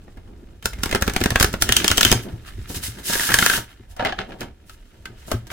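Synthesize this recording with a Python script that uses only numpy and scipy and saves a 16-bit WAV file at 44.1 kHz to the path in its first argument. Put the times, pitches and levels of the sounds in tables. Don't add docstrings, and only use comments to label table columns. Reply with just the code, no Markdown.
import sys
import numpy as np
from scipy import signal
from scipy.fft import rfft, irfft, next_fast_len
from scipy.io import wavfile
from scipy.ndimage import uniform_filter1d, map_coordinates

SR = 44100
rng = np.random.default_rng(int(sys.argv[2]) if len(sys.argv) > 2 else 0)


def gain_from_db(level_db):
    decades = np.asarray(level_db, float) / 20
    return 10 ** decades


def dump(signal):
    limited = np.clip(np.atleast_2d(signal).T, -1, 1)
    pcm = np.round(limited * 32767).astype(np.int16)
    wavfile.write(sys.argv[1], SR, pcm)


N = 243431

# start_s, peak_db, push_db and treble_db (over the peak), ring_hz
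CARD_SNAPS = [(.079, -44, 0.5, -28.5, 1865), (0.1711, -39.5, 0, -22, 1630), (0.625, -29.5, -11, -13, 3140),
              (0.6564, -6.5, -11.5, -9.5, 1423), (.7321, -21, -16.5, -18.5, 2140),
              (0.7864, -32, -35, -15.5, 1540), (.834, -4.5, -15.5, -11, 1392),
              (0.8579, -15.5, -5, -13.5, 2190), (0.8922, -20.5, -10, -17, 2070),
              (0.9123, -10, -23.5, -19, 1770), (.926, -7, -4.5, -17.5, 2100), (0.9478, -4, -8, -19.5, 1600),
              (0.957, -6, -10, -24.5, 1550), (1.0116, -27.5, -6, -12, 1830),
              (1.0224, -2.5, -11.5, -15.5, 1697), (1.066, -26.5, -4.5, -7, 1670),
              (1.078, -6, -3.5, -18.5, 1310), (1.0966, -11, -14.5, -18, 1700),
              (1.1363, -22, -9.5, -7.5, 1540), (1.1627, 0.5, -12.5, -20, 2300),
              (1.2043, -24, -2.5, -8.5, 1810), (1.213, -7, -9.5, -21.5, 1717),
              (1.2378, -5, -18.5, -11.5, 1814), (1.2583, -2, -6.5, -18, 1590),
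              (1.3047, -6.5, -16.5, -14, 1726), (1.3183, -20, 1, -23, 1730),
              (1.3575, 4.5, -12.5, -21, 1610), (1.3989, -4.5, -19.5, -7, 1610),
              (1.4087, 0, -8, -15.5, 1505), (1.4269, 3.5, -18.5, -8.5, 1500), (1.4442, -1, -9, -17, 1490),
              (1.5285, -26, -15, -7.5, 1325), (1.539, -9, -4.5, -26.5, 1440),
              (1.6145, -22, -15.5, -8.5, 1790), (1.6215, -4, -8.5, -3.5, 1437),
              (1.6903, -2.5, -12, -17, 1855), (1.722, -2.5, -23, -8, 3300), (1.766, -1, -21, -6.5, 3120),
              (1.8437, -4, -8.5, -12, 1737), (1.8788, -2.5, -33, -9, 3250),
              (1.9016, -8.5, -9.5, -21.5, 3820), (1.914, 1, -16, -13, 1454),
              (1.972, -16.5, -15.5, -4, 3200), (1.9794, -5, -7.5, -8.5, 3220),
              (2.0095, 3, -19.5, -14, 1677), (2.0298, 1, -19.5, -15, 3390), (2.0495, 5, -29, -13.5, 3070),
              (2.1157, -0.5, -12, -5.5, 3160), (2.1251, -4.5, -4, -9.5, 2520),
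              (2.473, -35.5, -15, -22, 1380), (2.701, -32.5, 0.5, -25, 1520), (3.098, -19, -3, -29, 1255),
              (3.1332, -12.5, -15.5, -6, 1680), (3.153, -10.5, -9.5, -17, 1614),
              (3.1954, -11.5, -14.5, -15, 1840), (3.207, -14, -19.5, -11, 1690),
              (3.29, -8.5, -18.5, -16, 1676), (3.3012, -10, -10.5, -16.5, 1855),
              (3.306, -15, -16, -14, 2500), (3.3186, -5.5, -26.5, -18, 1900),
              (3.3408, 2.5, -15.5, -9, 1690), (3.349, -16.5, -23, -21.5, 1580),
              (3.3641, -24.5, -19.5, -19.5, 1650), (3.387, 2, -22, -13.5, 3160),
              (3.4241, 1, -19, -26, 1396), (3.462, 1.5, -27.5, -14.5, 1425),
              (3.498, -0.5, -25, -18.5, 1545), (3.5343, -4.5, -36, -25, 1470), (3.576, -19, -2, -24, 1290),
              (3.9646, -34, -14.5, -11.5, 1490), (3.995, -15.5, -15, -41, 1405),
              (4.006, -19, -12, -36, 1290), (4.0244, -22.5, -5, -43.5, 1680),
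              (4.049, -6.5, -21, -27.5, 2010), (4.057, -9.5, -19, -35.5, 1767),
              (4.123, -13.5, -19, -44, 1670), (4.1882, -10.5, -20, -41.5, 1500),
              (4.3199, -27, -12.5, -40.5, 1660), (4.4071, -20.5, -14, -15.5, 1430),
              (4.415, -23.5, -7.5, -23.5, 1695), (4.429, -29.5, -5.5, -20, 3140),
              (4.695, -29.5, -31, -15.5, 1296), (5.0553, -18.5, -24, -18.5, 1560),
              (5.28, -41.5, 6, -9.5, 1270), (5.3151, -14, 1, -11, 1556), (5.469, -35.5, -8, -9.5, 1600),
              (5.502, -21, -38, -34, 1563), (5.5144, -24.5, -8.5, -21.5, 1740)]
# freq_hz, density_db
CRACK_COLOUR = [(1500, -28.5), (3500, -1.5), (6000, 1.5), (10000, -3.5), (16000, -7.5), (20000, -8)]
SLAP_COLOUR = [(300, -11.5), (700, -7), (1400, 3), (2500, -2), (4000, -7), (7000, -22), (20000, -58)]
PUSH_COLOUR = [(80, -1.5), (200, -1.5), (500, -5.5), (900, -8.5), (2000, -24), (20000, -84.5)]
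# centre_hz, width_hz, level_db
AIR_PUFF = [(207, 1100, -5)]
# time_s, card_on_card_db, hands_on_wood_db
GRIP_RUB = [(0, -67.5, -50), (.45, -67.5, -47.5), (.6, -69.5, -59), (.91, -43.5, -34), (1.05, -56, -44.5),
            (1.15, -42.5, -33), (1.28, -46.5, -56), (1.44, -42, -30), (1.58, -56, -45), (1.68, -37.5, -31),
            (1.8, -33.5, -35), (1.97, -37, -40.5), (2.08, -26.5, -35), (2.17, -40.5, -40), (2.28, -56, -36),
            (2.38, -60, -46.5), (3.0, -50.5, -50.5), (3.66, -58, -54), (3.94, -72.5, -80.5),
            (4.1, -63.5, -42.5), (4.52, -72, -56), (4.85, -64.5, -59.5), (5.1, -67, -47),
            (5.22, -56.5, -64), (5.44, -64, -52.5)]
# start_s, hold_s, card_faces_db, deck_edge_db, hands_on_wood_db
SINGLE_SLIDES = [(2.231, 0.0044, -43, -45, -38), (2.287, 0.024, -57.5, -48.5, -32.5),
                 (2.464, 0.031, -50, -43, -51), (2.696, .04, -39, -53, -37),
                 (2.747, .022, -34.5, -42.5, -35), (2.836, 0.033, -29.5, -40.5, -43),
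                 (2.988, .01, -46, -44, -36.5), (3.06, 0.093, -27.5, -43.5, -38),
                 (3.124, 0.16, -25.5, -31.5, -42.5), (3.305, 0.11, -26, -34.5, -35.5),
                 (3.405, 0.16, -24.5, -30.5, -35), (3.693, 0.027, -59, -53, -53.5),
                 (3.903, 0.017, -54, -59.5, -78), (3.993, 0.036, -62, -39, -54),
                 (4.059, 0.0074, -57, -28.5, -30.5), (4.194, 0.0041, -58, -33.5, -31.5),
                 (4.29, 0.055, -64.5, -50.5, -37.5), (4.41, 0.0081, -47.5, -37, -31),
                 (4.669, .07, -57, -63, -61), (5.28, .02, -44, -58, -44.5),
                 (5.319, 0.0025, -39, -36.5, -45), (5.515, .01, -42.5, -37.5, -47)]
SWELL_RATES = [701.5, 899.5, 603]
FADE_RATES = [379.5, 271.5, 219.5]
# freq_hz, density_db
FACE_COLOUR = [(1200, -10.5), (3000, 2.5), (4200, 3), (7000, 3), (12000, -2.5), (16000, -6), (20000, -16.5)]
SHEEN_COLOUR = [(5000, -30), (9000, 2), (13000, -1), (16000, -5.5), (20000, -11)]
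WOOD_COLOUR = [(60, -21), (116, 2), (150, 0.5), (200, -0.5), (320, -0.5), (500, -11), (900, -14.5),
               (20000, -88.5)]
# time_s, block_db, low_arch_db, high_arch_db
DECK_SHAPE = [(1.5, -33, -18, -28.5), (1.7, -6, -23, 4.5), (2.1, -2, -29.5, 0), (2.4, -18, -17, -24),
              (3.1, -4.5, 1, -19.5), (3.58, -1, 2, -4), (3.72, 3, -11, -9.5), (3.9, 22.5, -2.5, -7.5),
              (4.5, 1.5, -20, -11), (5.3, 2, -14.5, -11)]
# centre_hz, width_hz, level_db
BLOCK_MODES = [(640, 270, -6), (785, 59, 3), (930, 26, -6)]
LOW_ARCH_MODES = [(1630, 268, 1.5), (2300, 300, -10.5), (930, 52, -1.5)]
HIGH_ARCH_MODES = [(3020, 500, -0.5), (4500, 330, -32), (6050, 240, -6)]
# start_s, peak_db, boom_db and drawer_db (over the peak)
DESK_KNOCKS = [(0.426, -15, -19.5, -31), (0.645, -24, -16, 2), (0.827, -33, 6, -19), (0.857, -16, 0, -22),
               (0.932, -26, -17, -15), (0.947, -1.5, -14, -27), (1.02, -10, -5.5, -18.5),
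               (1.058, -15, -13, -21), (1.154, -12, -21.5, -20), (1.211, 7.5, -15, -20.5),
               (1.26, -27, -14, -14), (1.311, -3, -19.5, -10), (1.358, -30, -4.5, -8.5),
               (1.414, -24, -14, -14.5), (1.441, -13, -2.5, -14), (1.521, -14, -8, -24.5),
               (1.608, -16.5, -32, -20), (1.69, 2, -13, -13), (1.758, -35, -19, -10),
               (1.828, -24, -16.5, -20), (1.909, -3, -6, -12.5), (1.977, -19.5, -20, -21),
               (2.051, 5, -10, -13), (2.107, 1.5, -37, -11), (2.122, -2.5, -19, -10), (2.147, 1, -19, -9),
               (2.328, -13.5, -0.5, -3), (2.579, -11.5, -11.5, -12), (2.7, -23, -1, -20),
               (2.766, -11.5, -3, -15), (2.883, -15.5, 1.5, -3), (3.103, -30, -8.5, -13.5),
               (3.318, -12.5, -8, -0.5), (3.458, -19, -18, -17), (3.581, -20, -32, -0.5),
               (3.797, -16, -13, -15), (3.998, -17, -9, -6), (4.05, -14, -26.5, -16), (4.18, -33, -21, -26),
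               (4.405, -21, -21, -21), (5.094, -17.5, -13, -9), (5.316, -24, -4, -14),
               (5.338, 1.5, -7.5, -9)]
# centre_hz, width_hz, level_db
DESK_TOP_MODES = [(210, 5.7, -1), (248.5, 19, 0.5), (360, 38, 2), (410, 35, -3)]
DESK_ROCK_MODES = [(50, 10, 1.5), (84, 72, 5.5)]
DRAWER_MODES = [(116, 9, 0)]
# freq_hz, t60_s
SHELF_DECAY = [(200, 0.15), (2000, 0.22), (10000, 0.18)]
# freq_hz, density_db
RUMBLE_COLOUR = [(15, -13.5), (30, -11.5), (50, -3.5), (90, -8), (150, -24.5), (20000, -120)]
HUSH_COLOUR = [(15, -26), (25, 16), (123, -17.5), (190, -13.5), (285, -12.5), (560, -18.5), (775, -37),
               (962, -25.5), (1040, -38.5), (1440, -30.5), (2550, -33), (14800, -48), (16000, -56.5)]
# freq_hz, gain_db
PATH_CANCEL = [(700, -0.5), (1020, -6), (1300, -1), (2000, 0), (2350, -1.5), (2900, -1.5)]
# freq_hz, side_minus_mid_db
STEREO_WIDTH = [(60, -16), (92, -24), (140, -11.5), (210, -14.5), (330, -10.5), (500, -8), (770, 0),
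                (1170, -0.5), (1790, -13), (2740, 1.5), (4190, 0), (6410, -0.5), (9810, -0.5), (15000, 2)]
# freq_hz, left_minus_right_db
STEREO_LEAN = [(60, -1.5), (180, -1.5), (550, 0), (1650, -0.5), (4970, -0.5), (15000, 0)]


def snaps():
    start_s, peak_db, push_db, treble_db, ring_hz = np.transpose(CARD_SNAPS)
    t60_s = 0.029 * 2 ** (-0.0371 * peak_db)
    crack = bursts(start_s, peak_db + treble_db + 6, 0.57 * t60_s, rise_s=0.00025) * noise(CRACK_COLOUR)
    slap = bursts(start_s, peak_db - 11, 1.006 * t60_s, rise_s=0.00037) * noise(SLAP_COLOUR)
    ring = bursts(start_s, peak_db - 11.5, 1.06 * t60_s, rise_s=0.0006, ring_hz=ring_hz)
    ring = ring * [[1], [0.7]]
    push = bursts(start_s, peak_db + push_db + 3.5, 0.85 * t60_s, rise_s=0.0013)
    puff = gain_from_db(3.5) * ringing(push, AIR_PUFF) * [[1], [0]]
    rattle = lumps(1200, depth_db=3.5) * crack
    rattle = rattle + lumps(800, depth_db=1.5) * (slap + ring)
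    return rattle + push * noise(PUSH_COLOUR) + puff


def bursts(start_s, level_db, t60_s, rise_s, ring_hz=None):
    lead = SR // 50
    out = np.zeros(N + SR)
    t = (np.arange(SR // 4) - lead) / SR
    after = np.maximum(t, 0)
    swell = gain_from_db(-26 - 60 * np.abs(t) / 0.059)
    for k, (s, db, life_s) in enumerate(zip(start_s, level_db, t60_s)):
        decay = gain_from_db(-60 * after / max(life_s, 0.004))
        blow = decay * (1 - np.exp(-after / rise_s)) + swell
        tone = 1 if ring_hz is None else np.sin(2 * np.pi * ring_hz[k] * after)
        out[round(s * SR):][:len(t)] += gain_from_db(db) * blow * tone
    return out[lead:][:N]


def slides():
    card_db, hand_db = curves(GRIP_RUB)
    edge_db = -40.5 + 0.9 * (card_db + 42)
    steady = gain_from_db([card_db, edge_db, hand_db])
    sliding = strokes()
    face, edge, wood = np.maximum(steady, sliding)
    wood = wood * lumps(30, depth_db=3) * noise(WOOD_COLOUR)
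    catches = lumps(400, depth_db=1.0)
    edge = edge * ticks(90, spread_db=2.0, t60_s=0.017) * noise(SLAP_COLOUR)
    face = face * lumps(50, depth_db=2.0) * noise(FACE_COLOUR)
    sheen = gain_from_db(-4.5) * sliding[0] * noise(SHEEN_COLOUR)
    return wood + catches * (edge + face + sheen)


def strokes():
    t = np.arange(N) / SR
    gain = np.zeros((3, N))
    for start_s, hold_s, *level_db in SINGLE_SLIDES:
        before_db = np.outer(SWELL_RATES, np.maximum(start_s - t, 0))
        after_db = np.outer(FADE_RATES, np.maximum(t - start_s - abs(hold_s), 0))
        gain = np.maximum(gain, gain_from_db(np.c_[level_db] - (before_db + after_db)))
    return gain


def ticks(rate_hz, spread_db, t60_s):
    jolts = (rng.random(N) < rate_hz / SR) * gain_from_db(spread_db * rng.exponential(size=N))
    decay = gain_from_db(-60 * np.arange(SR // 20) / SR / t60_s)
    gain = 0.6 + signal.fftconvolve(jolts, decay)[:N]
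    return gain / np.sqrt(np.mean(gain ** 2))


def pocket(cards):
    hollows = zip(curves(DECK_SHAPE), (BLOCK_MODES, LOW_ARCH_MODES, HIGH_ARCH_MODES))
    return cards + sum(ringing(gain_from_db(db) * cards, modes) for db, modes in hollows)


def knocks():
    start_s, peak_db, boom_db, drawer_db = np.transpose(DESK_KNOCKS)
    answer_db = peak_db + [0 * start_s + 32.5, boom_db + 36.5, drawer_db + 52]
    blows = np.zeros((3, N))
    blows[:, np.round(start_s * SR).astype(int)] = gain_from_db(answer_db)
    t = np.arange(SR // 50) / SR
    soft = t * np.exp(-t / 0.00069)
    blows = signal.fftconvolve(blows, soft[None] / soft.sum(), axes=1)[:, :N]
    parts = zip(blows, (DESK_TOP_MODES, DESK_ROCK_MODES, DRAWER_MODES))
    desk = sum(ringing(blow, modes) for blow, modes in parts)
    return desk * gain_from_db([[0], [-16]])


def shelves(cards):
    hz, t, z = signal.stft(rng.standard_normal((2, SR // 3)), SR, nperseg=256)
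    decay = gain_from_db(-60 * t / along(SHELF_DECAY, hz)[:, None])
    tail = signal.istft(z * decay, SR, nperseg=256)[1]
    return signal.fftconvolve(cards, tail / np.linalg.norm(tail[0]), axes=1)[:, :N]


def desk_rumble():
    hand_db = curves(GRIP_RUB)[1]
    work_db = uniform_filter1d(hand_db, int(0.25 * SR))
    gain = gain_from_db(-51) + gain_from_db(-42 + 0.96 * (work_db + 45))
    return gain * lumps(14, depth_db=4) * noise(RUMBLE_COLOUR)


def hush():
    return gain_from_db(-48.5) * noise(HUSH_COLOUR)


def spaced(mid, other):
    lead_s = 24 / SR

    def share(hz):
        return 0.68 * np.sin(2 * np.pi * hz * lead_s) * np.exp(-hz / 4000)

    def width(hz):
        return gain_from_db(along(STEREO_WIDTH, hz))

    early = filtered(mid, lambda hz: 1j * share(hz) * width(hz))
    unrelated = filtered(other, lambda hz: np.sqrt(np.abs(1 - share(hz) ** 2)) * width(hz))
    return early + unrelated


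def along(points, hz):
    f, v = np.transpose(points)
    return np.interp(np.log(hz + 1), np.log(f + 1), v)


def curves(rows):
    time_s, *columns = np.transpose(rows)
    return [np.interp(np.arange(N) / SR, time_s, c) for c in columns]


def filtered(x, response):
    m = next_fast_len(N + SR // 2)
    return irfft(rfft(x, m) * response(np.fft.rfftfreq(m, 1 / SR)), m)[..., :N]


def ringing(x, modes):
    def response(f):
        total = 0
        for k, (centre, width, db) in enumerate(modes):
            damping = 1j * f * width
            total = total + (-1) ** k * gain_from_db(db) * damping / (centre * centre - f * f + damping)
        return total

    return filtered(x, response)


def noise(colour):
    x = filtered(rng.standard_normal((2, N)), lambda hz: gain_from_db(along(colour, hz)))
    return x / x.std()


def lumps(rate_hz, depth_db):
    knots = rng.standard_normal(int(N * rate_hz / SR) + 4)
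    gain = gain_from_db(depth_db * map_coordinates(knots, [np.arange(N) * rate_hz / SR]))
    return gain / np.sqrt(np.mean(gain ** 2))


def scene():
    cards = pocket(snaps() + slides())
    cards = cards + gain_from_db(-8.5) * shelves(cards)
    cards = filtered(cards, lambda hz: gain_from_db(along(PATH_CANCEL, hz)))
    mid, other = cards + desk_rumble() + hush()
    mid, side = np.array([mid, spaced(mid, other)]) + knocks()
    left_right = np.array([mid + side, mid - side])
    return filtered(left_right, lambda hz: gain_from_db([[0.5], [-0.5]] * along(STEREO_LEAN, hz)))


def roll_off(x):
    return signal.sosfilt(signal.butter(12, 16370, fs=SR, output="sos"), x)


def record(dry):
    clipped = np.clip(gain_from_db(-0.96) * dry, -1, 1)
    finished = filtered(clipped, lambda hz: hz < 16300)
    return roll_off(finished)


dry = scene()
out = record(dry)
dump(out)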